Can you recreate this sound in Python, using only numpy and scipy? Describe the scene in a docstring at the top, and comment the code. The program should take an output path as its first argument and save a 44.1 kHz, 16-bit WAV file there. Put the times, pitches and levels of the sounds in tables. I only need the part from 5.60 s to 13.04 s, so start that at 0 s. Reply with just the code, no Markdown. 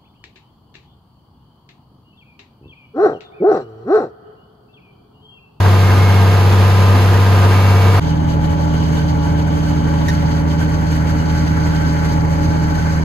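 """A forage harvester chops maize and blows it into a trailer pulled by a tractor.
First the open field: a six-cylinder diesel drones in engine orders over a repeating knock pattern,
with shaped-noise roar and hiss, thin sine whistles and a few arching squeals.
At 2.4 s we are in the tractor's cab: engine orders boom over rumble, gears hum, the cutter drum sings,
shaped noise surges as crop and rings the spout; near 4.5 s a fitting squeaks in three quick slips."""
import sys
import numpy as np
from scipy import signal
from scipy.fft import rfft, irfft, next_fast_len
from scipy.io import wavfile

SR = 44100
rng = np.random.default_rng(int(sys.argv[2]) if len(sys.argv) > 2 else 0)


def put_to_file(sound):
    """Save the sound as 16-bit audio at rate SR, in the file named by the first command-line argument."""
    columns = np.atleast_2d(sound).T  # one column per channel
    safe = np.clip(columns, -1, 1)
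    whole_steps = np.round(safe * 32767)
    wavfile.write(sys.argv[1], SR, whole_steps.astype(np.int16))


N = 328104

# "Before trim" levels are starting levels; gains in the functions raise or lower them.
# Harvester speed, wandering slightly up and down: start_s, speed_rpm
HARVESTER_SPEED = [(0.0, 1948), (0.37, 1939), (0.61, 1949), (0.92, 1938), (1.22, 1948), (1.71, 1944),
                   (1.96, 1949), (2.37, 1938)]
# Strong orders of the harvester's diesel: cycle_multiple, level_db (rms, before trim), left_right_db,
# left_right_phase_rad
HARVESTER_ORDERS = [(6, -9.9, 0.9, 0.2), (7, -35.2, -0.6, 0.2), (8, -35.2, 1.1, 0.1), (9, -33.0, -0.9, 0.2),
                    (10, -31.4, 0.3, 0.1), (12, -26.3, 2.4, 0.4), (13, -38.7, 0.8, 0.1),
                    (16, -36.2, 1.8, 0.2), (22, -33, -0.6, 0.6), (24, -39.9, -6.2, 1.5),
                    (27, -35.2, -1.3, 0.2), (28, -33.4, 0.2, 0.5), (29, -39.0, -1.7, 0.7),
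                    (30, -35.5, -5.0, 0.6), (31, -38.5, -2.9, 0.5), (35, -38.1, 0.6, 0.3),
                    (42, -38.2, -4.6, 0.5), (44, -33.8, -3.1, 0.4), (51, -34.0, -9.9, 1.0),
                    (57, -39.8, -5.0, 1.5), (58, -36.1, 4.7, 0.6), (60, -38.7, -3.9, 0.6),
                    (61, -41.3, -6.0, 0.8), (63, -32.9, -2.7, 0.8), (66, -41.9, -3.7, 1.1),
                    (68, -40.8, -7.6, 1.4), (75, -33.7, -4.5, 0.7), (76, -38.8, 1.9, 0.6),
                    (77, -41, -2, 0.6), (81, -41.6, -3.1, 0.7), (98, -38.9, -2.7, 0.6), (104, -43, -2, 0.6)]
# Knock pattern of the cylinders: pitch_hz, level_db (rms of each line, before trim)
KNOCK_SPECTRUM = [(50, -46), (65, -38), (115, -39), (220, -43), (420, -39.5), (620, -43), (950, -42),
                  (1400, -48), (2200, -53), (3500, -62)]
# Roar of the machines in the open: pitch_hz, mid_db, side_db (per Hz, before trim)
ROAR_SPECTRUM = [(20, -94, -82), (40, -56, -79), (76.6, -45, -68), (151, -51, -82), (206, -65.5, -85),
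                 (242, -45, -75), (288, -56, -71), (355, -51, -62), (674, -58, -59.5), (980, -54.5, -66),
                 (1150, -59, -57), (1580, -57, -67)]
# Hiss of the blown crop in the open: pitch_hz, mid_db, side_db (per Hz)
HISS_SPECTRUM = [(1640, -63.5, -62.5), (2100, -63, -67), (3060, -67.5, -67.5), (3800, -68, -72),
                 (4580, -68, -74), (5660, -77.5, -72), (6420, -73.5, -81), (7390, -78, -74),
                 (8620, -133, -74.5), (9640, -83, -76), (11600, -78.5, -79), (13400, -81.5, -125),
                 (15200, -96, -108)]
# Turbo and hydraulic whistles: pitch_hz (at the start), rise_hz_per_s, level_db (rms at the start),
# swell_db_per_s, left_right_phase_rad
WHISTLE_TONES = [(2718, 6, -45.3, 2.8, 1.6), (7700, 30, -49.5, 0, 3.0)]
# Squeals of something rubbing: start_s, length_s, top_hz, top_db (rms)
SQUEAL_EVENTS = [(.22, .11, 2143, -33.3), (.36, .27, 2164, -33.3), (.65, .11, 2164, -36.5),
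                 (1.88, .54, 2262, -36.8)]
SQUEAL_ARCH_HZ = 16

# The field drops away as the cab comes in
CUT_S, FIELD_FADE_S, CAB_FADE_S = 2.4, 0.0049, 0.028

# Engine speed heard from the cab, hunting slowly about the governor's setting
TRACTOR_RPM, HUNT_RPM, HUNT_PERIOD_S, HUNT_TOP_S = 1602.7, 2.86, .94, 3.11
# Tractor engine: cycle_multiple, level_db (rms, before trim), left_right_db, left_right_phase_rad
ENGINE_ORDERS = [(3, -32.0, 0.6, 0.1), (6, -19.4, 1.1, 0.1), (7, -35.2, -2.3, 0.3), (8, -39.6, -4.9, 0.5),
                 (9, -27.8, -3.6, 0.5), (10, -40.5, -1.8, 0.6), (12, -18.0, -5.0, 0.5),
                 (13, -39.5, -2.2, 0.7), (14, -34, -1.1, 0.1), (18, -38, -0.2, 0.2), (26, -51.2, -0.1, 0.2),
                 (27, -48.8, -3.0, 0.8), (28, -51, 0, 0.8), (30, -50.4, 3.3, 0.6), (32, -49.7, 4.8, 0.5),
                 (33, -50, 4.0, 1.4), (57, -50, 0, 1.2), (68, -44.5, 0, 1.7), (70, -48, 0, 1.5),
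                 (71, -49, 0, 1.5), (75, -48, 0, 1.5)]
# Gears: hum_multiple, level_db (rms, before trim), left_right_db, left_right_phase_rad
GEAR_TONES = [(.505, -36.5, -2, 0.4), (.817, -36.2, 0, 0.2), (1, -29.2, 1, 1.2), (1.5, -45, 2, 1.0),
              (2, -41.5, 3, 1.3), (3, -49, 2, 1.3), (3.93, -53, 0, 1.3)]
# Wandering of the gear hum: start_s, pitch_hz, gain_db
GEAR_WANDER = [(2.43, 289.8, 0), (2.78, 297, 2), (4.45, 293, 4), (4.58, 289.5, 3), (5.78, 299.5, -1),
               (5.93, 296.1, 2), (6.77, 296.6, 1), (7.12, 301.3, 0), (7.44, 300.3, -6.5)]
# Low rumble of the cab: pitch_hz, mid_db, side_db (per Hz, before trim)
RUMBLE_SPECTRUM = [(18, -68, -78), (35, -51, -69), (62, -52, -71), (85, -49.5, -71), (100, -44, -67),
                   (142, -48.5, -75), (214, -55.5, -69), (240, -50.5, -63), (304, -49.5, -55),
                   (346, -61, -66), (417, -61, -70), (455, -56, -62), (473, -64, -62), (523, -64.5, -61),
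                   (544, -58, -60.5), (615, -64, -60), (890, -65, -62), (976, -62, -57),
                   (1040, -68.5, -65.5)]
# Cutter drum: knife_rate_multiple, level_db (rms, before trim), left_right_db, left_right_phase_rad
KNIFE_ORDERS = [(2, -38.8, 5.9, 1.5), (3, -31.5, 10.0, 1.9), (4, -46.8, 4.9, 1.9), (5, -53, -0.6, 1.4),
                (6, -54.5, 4.8, 0.7), (8, -59.4, 4.5, 0.7)]
KNIVES_PER_CYCLE = 21.137   # knife passes per four-stroke cycle
# Load on the drum, easing now and then: start_s, note_db (before trim)
CUTTER_LOAD = [(2.4, 0.5), (3.1, 3.5), (3.25, -3), (3.65, 4), (4.03, -2), (4.4, 3), (4.9, 0), (5.35, 0),
               (5.8, 1.5), (6.8, 3.5), (7.3, 2.5), (7.44, -5)]

# Crop noise through the cab's glass: pitch_hz, mid_db, side_db (per Hz, before levelling)
CROP_SPECTRUM = [(1270, -72, -71), (1344, -63, -60.5), (1740, -67.5, -62.5), (2165, -68, -71.5),
                 (2780, -79, -80), (3000, -76, -73), (3300, -80.5, -79), (4550, -69, -68.5),
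                 (5520, -85.5, -74), (6260, -70.5, -75), (7050, -83.5, -88), (10300, -102, -89.5),
                 (10770, -90, -83.5), (13600, -80, -103), (15500, -112, -118)]
# Crop flow, thinning now and then: start_s, chopping_db, spray_db (before trim)
CROP_FLOW = [(2.4, -37, -41), (2.62, -42, -49.5), (2.82, -41, -51), (3.2, -39.5, -43), (3.6, -40.5, -47.5),
             (4.1, -39.5, -45.5), (4.65, -36.5, -42.4), (4.84, -39, -49.5), (5.2, -37.5, -44.5),
             (5.8, -36, -44), (6.45, -35.5, -42), (6.66, -38.5, -46.5), (6.9, -37, -42.5), (7.44, -36, -44)]
# Stalks rustling into the header: start_s, above_spray_db (before trim)
RUSTLE_LEVEL = [(2.4, 4.5), (3.2, 3), (4.3, 1), (5.6, -1.5), (7.44, -4)]
# Wads of crop thrown from the spout: start_s, length_s, swell_db
CROP_WADS = [(2.448, 0.09, 2.7), (2.646, 0.13, 6.5), (2.795, 0.1, 6.7), (2.867, 0.1, 5.0),
             (2.964, 0.11, 3.4), (3.281, 0.19, 3.3), (3.452, 0.08, 3.9), (3.55, 0.2, 4.3),
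             (3.751, 0.08, 3.8), (3.889, 0.14, 2.6), (4.006, 0.15, 4.1), (4.414, 0.21, 2.4),
             (4.671, 0.19, 4.9), (4.854, 0.12, 7.2), (4.954, 0.13, 7.0), (5.071, 0.12, 3.9),
             (5.238, 0.2, 5.3), (5.437, 0.12, 3.5), (5.577, 0.06, 2.8), (5.662, 0.07, 3.7),
             (5.705, 0.17, 4.1), (5.841, 0.07, 4.6), (5.979, 0.18, 3.0), (6.122, 0.1, 3.2),
             (6.203, 0.18, 2.3), (6.414, 0.2, 3.0), (6.672, 0.1, 4.3), (6.796, 0.09, 3.9),
             (7.068, 0.23, 2.8), (7.276, 0.12, 3.8)]
# Resonances of the spout: pitch_hz, t60_s (first of two rings), level_db (before trim),
# chopping_share (of its swing and the flares), rustle_share (of its swing)
SPOUT_RESONANCES = [(1535, 0.049, -2.1, 1.0, .05), (2935, 0.1, -14, 0.05, .9), (3114, 0.037, -14, 0.05, 1),
                    (3226, 0.065, -16, 0.05, .9)]
# Moments when the spout's lowest strand sings out: start_s, length_s, swell_db (before each strand's share)
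SPOUT_FLARES = [(3.08, .16, 4), (3.36, .11, 5), (4.54, .16, 2), (4.99, .12, 3), (5.44, .13, 4),
                (6.11, .1, 5), (6.21, .09, 4.5), (6.42, .12, 3), (6.72, .14, 2), (7.05, .14, 4.5),
                (7.21, .12, 5)]

# Three quick slips of a cab fitting: start_s, length_s, tone_db (rms at the top)
SQUEAK_SLIPS = [(4.483, .0055, -21), (4.4888, .005, -21.5), (4.4945, .012, -25)]
SQUEAK_HZ, SQUEAK_RISE_HZ_PER_S, OVERTONE_T60_S = 1830, 300, .05
# Ringing overtones above the squeak's tone: pitch_hz, level_db (relative to its tone)
SQUEAK_OVERTONES = [(3784, -12.5), (5830, -15), (6713, -19)]
# Its dry scrape: pitch_hz, mid_db, side_db (per Hz, relative)
SCRAPE_SPECTRUM = [(2500, -10, -13), (4500, -7, -9), (5400, 0, -4), (6800, -6, -7), (8000, -14, -12),
                   (13500, -11, -19)]
SCRAPE_DB, SCRAPE_FADE_DB_PER_S = -11.5, 150   # relative to its tone

CUTOFF_HZ, EDGE_FADE_S = 15700, .004


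def from_db(db):
    """Decibels to gain."""
    return 10 ** (np.asarray(db) / 20)


def since(start_s):
    """Seconds since this moment, at every sample."""
    return np.arange(N) / SR - start_s


def ramp(start_s, length_s):
    """Rises from 0 to 1 over this stretch."""
    return np.clip(since(start_s) / length_s, 0, 1)


def swells(rows):
    """Decibels added by smooth humps, one for each row."""
    return sum(swell_db * np.sin(np.pi * ramp(start_s, length_s)) ** 2 for start_s, length_s, swell_db in rows)


def in_time(rows):
    """Each column of a curve at every sample."""
    knots_s, *columns = np.transpose(rows)
    return [np.interp(np.arange(N) / SR, knots_s, column) for column in columns]


def at_hz(points, hz):
    """Each column of a spectrum at these frequencies, joined along a log frequency axis."""
    knots_hz, *columns = np.transpose(points)
    return [np.interp(np.log(hz + 1e-9), np.log(knots_hz), column) for column in columns]


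def drift(rate_hz):
    """Slow random wander of spread 1: low-passed noise drawn at every 40th sample."""
    pole = np.exp(-80 * np.pi * rate_hz / SR)
    noise = rng.standard_normal(N // 40 + 2002)
    slow = signal.lfilter([1], [1, -2 * pole, pole * pole], noise)[2000:]   # drop the filter's settling
    return np.interp(np.arange(N) / 40, np.arange(len(slow)), slow / slow.std())


def turns(per_s):
    """Angle in radians of something turning at this rate."""
    return 2 * np.pi * np.cumsum(per_s) / SR


def cycle_rate(rpm):
    """Four-stroke cycles per second: one for every two turns of the crank."""
    return rpm / 120


def white():
    """Unrelated noise for mid and side."""
    return rng.standard_normal((2, N))


def coloured(excitation, spectrum, low_hz, high_hz):
    """Gives mid and side excitation a spectrum between two steep edges; returns left and right."""
    size = next_fast_len(N)
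    hz = np.arange(size // 2 + 1) * SR / size + 1e-3
    edges = 1 / np.sqrt((1 + (low_hz / hz) ** 16) * (1 + (hz / high_hz) ** 16))
    shaped = rfft(excitation, size) * from_db(at_hz(spectrum, hz)) * edges
    mid, side = irfft(shaped, size)[:, :N] * np.sqrt(SR / 2)   # levels are per Hz
    return np.array([mid + side, mid - side])


def rms_one(stereo):
    """Scales a stereo sound so that its middle has rms 1."""
    return stereo / stereo.mean(axis=0).std()


def tone(angle, spread_rad, locked=False):
    """A stereo sine of rms 1, left leading by a phase; unless locked it starts anywhere."""
    start = rng.uniform(0, 2 * np.pi) * (not locked)
    angle = (angle % (2 * np.pi) + start).astype(np.float32)
    half = np.float32(spread_rad / 2)
    return np.sqrt(2) * np.array([np.sin(angle + half), np.sin(angle - half)])


def orders(angle, table, waver_db, waver_hz, count=6):
    """Tones locked to a shaft, the weaker wavering more; multiples of count rise together as one pulse."""
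    out = np.zeros((2, N))
    strongest_db = max(row[1] for row in table)
    for multiple, level_db, pan_db, spread_rad in table:
        unsteady = np.clip((strongest_db - level_db) / 20, .2, 1)
        gain = from_db(level_db + waver_db * unsteady * drift(waver_hz))
        sides = from_db([[pan_db / 2], [-pan_db / 2]])
        balance = sides / np.sqrt(np.mean(sides ** 2))
        out += gain * balance * tone(multiple * angle, spread_rad, locked=multiple % count == 0)
    return out


def ring(excitation, hz, t60_s):
    """A mode: a unit click sets a sine of about height 1 ringing, down 60 dB after t60."""
    pole = from_db(-60 / (t60_s * SR))
    step = 2 * np.pi * hz / SR
    feedback = [1, -2 * pole * np.cos(step), pole * pole]
    return signal.lfilter([0, np.sin(step)], feedback, excitation + 1e-18)


def field_diesel(cycle, drone_db=0.17, knock_db=-2.0, rattle_db=-8, rattle_hz=7):
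    """Exhaust drone at the firing rate, with block clatter and a looser rattle that comes and goes."""
    clatter = from_db(knock_db) * knock(cycle)
    rattle = from_db(rattle_db) * drift(rattle_hz) * knock(cycle)
    return from_db(drone_db) * orders(cycle, HARVESTER_ORDERS, waver_db=2.5, waver_hz=11.4) + clatter + rattle


def knock(cycle, size=8192, count=215):
    """Cylinders knock unalike, so one uneven pattern repeats each cycle and fills in the weak orders."""
    multiple = np.arange(3, count)
    hz = multiple * cycle_rate(np.mean(np.array(HARVESTER_SPEED)[:, 1]))
    weak = ~np.isin(multiple, np.array(HARVESTER_ORDERS)[:, 0])
    any_phase = np.exp(2j * np.pi * rng.random(len(hz)))
    lines = weak * from_db(at_hz(KNOCK_SPECTRUM, hz)[0]) * any_phase
    # the sides differ more towards the treble
    spread_rad = np.minimum(hz / 1500, 1) * rng.normal(0, 1.0, (2, len(hz)))
    spectrum = np.pad(lines * np.exp(1j * spread_rad), ((0, 0), (3, 0)))
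    pattern = irfft(spectrum, size) * size / np.sqrt(2)
    place = cycle / (2 * np.pi) * size
    return np.array([np.interp(place, np.arange(size), side, period=size) for side in pattern])


def field_roar(cycle, cycle_depth=0.027, crank_depth=0.049, firing_depth=0.078,
               churn_depth=0.14, churn_db=2.0, roughness_db=1.0, roar_db=-2.0):
    """Chopper and blower noise throbs with engine cycle, crank and firing; its body churns hardest."""
    throb = (1 + cycle_depth * np.cos(cycle) + crank_depth * np.cos(2 * cycle)
             + firing_depth * np.cos(6 * cycle))
    churn = (1 + churn_depth * np.cos(cycle)) * from_db(roar_db + churn_db * drift(23))
    roughness = from_db(roughness_db * drift(70))   # fast random roughness of the roar
    roar = coloured(white() * throb * churn * roughness, ROAR_SPECTRUM, 15, 1710)
    flutter = from_db(.4 * drift(12))
    return roar + flutter * coloured(white() * throb, HISS_SPECTRUM, 1670, 16000)


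def whistles():
    """Thin turbo and hydraulic whistles waver in level and pitch above the roar, creeping upwards."""
    out = np.zeros((2, N))
    for start_hz, rise_hz_per_s, level_db, swell_db_per_s, spread_rad in WHISTLE_TONES:
        gain = from_db(level_db + swell_db_per_s * since(0) + 2 * drift(5))
        hz = (start_hz + rise_hz_per_s * since(0)) * (1 + .001 * drift(12))
        out += gain * tone(turns(hz), spread_rad)
    return out


def squeals():
    """Something rubs now and then: the level comes up and holds while the pitch arches up and down."""
    out = np.zeros((2, N))
    for start_s, length_s, top_hz, top_db in SQUEAL_EVENTS:
        arch = np.sin(np.pi * ramp(start_s, length_s))
        hz = top_hz - SQUEAL_ARCH_HZ * (1 - arch)
        envelope = np.minimum(np.abs(arch) * 2, 1)
        out += from_db(top_db) * envelope * tone(turns(hz), .6)
    return out


def tractor(cycle, gear_hz, gear_db, firing_depth=0.25, cycle_depth=0.17):
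    """Engine orders boom over a rumble pulsing with each uneven firing, and a wavering gear hum."""
    # the minus sign: the panels invert each pulse
    engine = -from_db(-0.26) * orders(cycle, ENGINE_ORDERS, waver_db=1.0, waver_hz=3.6)
    gear_angle = turns(gear_hz * (1 + 0.006 * drift(10)))
    gear_gain = from_db(gear_db + 1.1 * drift(20.0))
    gears = gear_gain * orders(gear_angle, GEAR_TONES, waver_db=2.5, waver_hz=12.0)
    throb = (1 + firing_depth * np.cos(6 * cycle)) * (1 + cycle_depth * np.cos(cycle))
    rumble = from_db(0.93 + .5 * drift(26)) * coloured(white() * throb, RUMBLE_SPECTRUM, 15, 1190)
    return engine + gears + rumble


def cutter(knives_per_s, note_db=-2.13):
    """The knives sing as they pass the shear bar, louder under load."""
    angle = turns(knives_per_s * (1 + .0018 * drift(8)))
    load_db = in_time(CUTTER_LOAD)[0]
    gain = from_db(note_db + load_db + 1.0 * drift(17.0))
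    return gain * orders(angle, KNIFE_ORDERS, waver_db=4.0, waver_hz=5.8)


def crop(chaff_share=0.76, chaff_wad_share=1.0, chop_wad_share=0.31, chop_lump_db=1.3, spray_lump_db=1.45):
    """Stalks rustle in, are chopped in lumps that ring the spout, and spray into the trailer wad by wad."""
    chop_db, flow_db = in_time(CROP_FLOW)
    wads_db = swells(CROP_WADS)
    lumps = drift(29)
    chop_db = chop_db + chop_wad_share * wads_db
    spray_db = flow_db + wads_db

    rustle_db = spray_db + in_time(RUSTLE_LEVEL)[0]
    rustle_gain = from_db(rustle_db - 5.0 + 2.3 * drift(45))
    rustle = rms_one(coloured(white(), CROP_SPECTRUM, 2970, 3200)) * rustle_gain

    chop_gain = from_db(chop_db - 0.87 + chop_lump_db * lumps)
    chop = rms_one(coloured(white(), CROP_SPECTRUM, 980, 2980)) * chop_gain

    # about 900 chip clicks a second in mid and in side, on top of steady noise
    clicks = (rng.random((2, N)) < 900 / SR) * rng.standard_normal((2, N)) * 1.3
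    spray_gain = from_db(spray_db - 2.5 + spray_lump_db * drift(40))
    spray = rms_one(coloured(white() + clicks, CROP_SPECTRUM, 3800, 9000)) * spray_gain

    # fine chaff hangs in the air, so its hiss follows the steady flow only in part
    chaff_db = chaff_share * (flow_db - flow_db.mean()) + chaff_wad_share * (wads_db - wads_db.mean())
    chaff = coloured(white(), CROP_SPECTRUM, 7030, 11250) * from_db(chaff_db + spray_lump_db * lumps)
    return rustle + chop + spout(chop_db, rustle_db) + spray + chaff


def spout(chop_db, rustle_db, level_db=-4.5, flare_db=3.0, flare_hz=22, wander=.004):
    """The crop stream sets the spout singing in narrow strands that flutter and wander in pitch."""
    out = np.zeros((2, N))
    chop_swing_db = chop_db - chop_db.mean() + swells(SPOUT_FLARES)
    rustle_swing_db = rustle_db - np.median(rustle_db)
    for hz, t60_s, mode_db, chop_share, rustle_share in SPOUT_RESONANCES:
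        hum = ring(ring(white(), hz, t60_s), hz, t60_s / 2)
        clock = np.arange(N) + np.cumsum(wander * drift(4.01))   # uneven playback bends the pitch
        hum = np.array([np.interp(clock, np.arange(N), side) for side in hum])
        load_db = chop_db.mean() + chop_share * chop_swing_db + rustle_share * rustle_swing_db
        out += rms_one(hum) * from_db(load_db + level_db + mode_db + flare_db * drift(flare_hz))
    return out


def squeak(rough=0.0152):
    """Stick and slip: each slip bursts with a clear tone, ringing overtones above it and a dry scrape."""
    envelope = sum(from_db(level_db) * np.sqrt(np.abs(np.sin(np.pi * ramp(start_s, length_s))))
                   for start_s, length_s, level_db in SQUEAK_SLIPS)
    age_s = np.clip(since(SQUEAK_SLIPS[0][0]), 0, .05)
    hz = (SQUEAK_HZ + SQUEAK_RISE_HZ_PER_S * age_s) * (1 + rough * drift(200))
    voice = tone(turns(hz), 1.0)
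    modes = sum(from_db(level_db) * rms_one(ring(white(), mode_hz, OVERTONE_T60_S))
                for mode_hz, level_db in SQUEAK_OVERTONES)
    scrape_gain = from_db(SCRAPE_DB - SCRAPE_FADE_DB_PER_S * age_s)
    scrape = scrape_gain * rms_one(coloured(white(), SCRAPE_SPECTRUM, 2500, 13500))
    return envelope * (voice + modes + scrape)


def scene():
    """The open field, then the cab, whose cutter keeps a fixed ratio to the engine heard there."""
    harvester_rate = cycle_rate(in_time(HARVESTER_SPEED)[0])
    field_cycle = turns(harvester_rate * (1 + 0.0016 * drift(24)))
    field = field_diesel(field_cycle) + field_roar(field_cycle) + whistles() + squeals()

    hunt = np.cos(2 * np.pi * since(HUNT_TOP_S) / HUNT_PERIOD_S)
    cycles_per_s = cycle_rate(TRACTOR_RPM + HUNT_RPM * hunt)
    gear_hz, gear_db = in_time(GEAR_WANDER)
    cab = tractor(turns(cycles_per_s), gear_hz, gear_db)
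    cab = cab + cutter(KNIVES_PER_CYCLE * cycles_per_s) + crop() + squeak()

    field_gain = 1 - ramp(CUT_S - FIELD_FADE_S, FIELD_FADE_S)
    cab_gain = ramp(CUT_S - FIELD_FADE_S / 2, CAB_FADE_S)
    return field_gain * field + cab_gain * cab


def record(dry):
    """The highest peaks are rounded, the top is cut steeply, and both ends fade without a click."""
    rounded = dry / (1 + (dry / .99) ** 20) ** (1 / 20)
    treble_cut = signal.ellip(10, .1, 90, CUTOFF_HZ, fs=SR, output="sos")
    fade = ramp(0, EDGE_FADE_S) * ramp(0, EDGE_FADE_S)[::-1]
    return fade * signal.sosfilt(treble_cut, rounded)


dry = scene()
out = record(dry)
put_to_file(out)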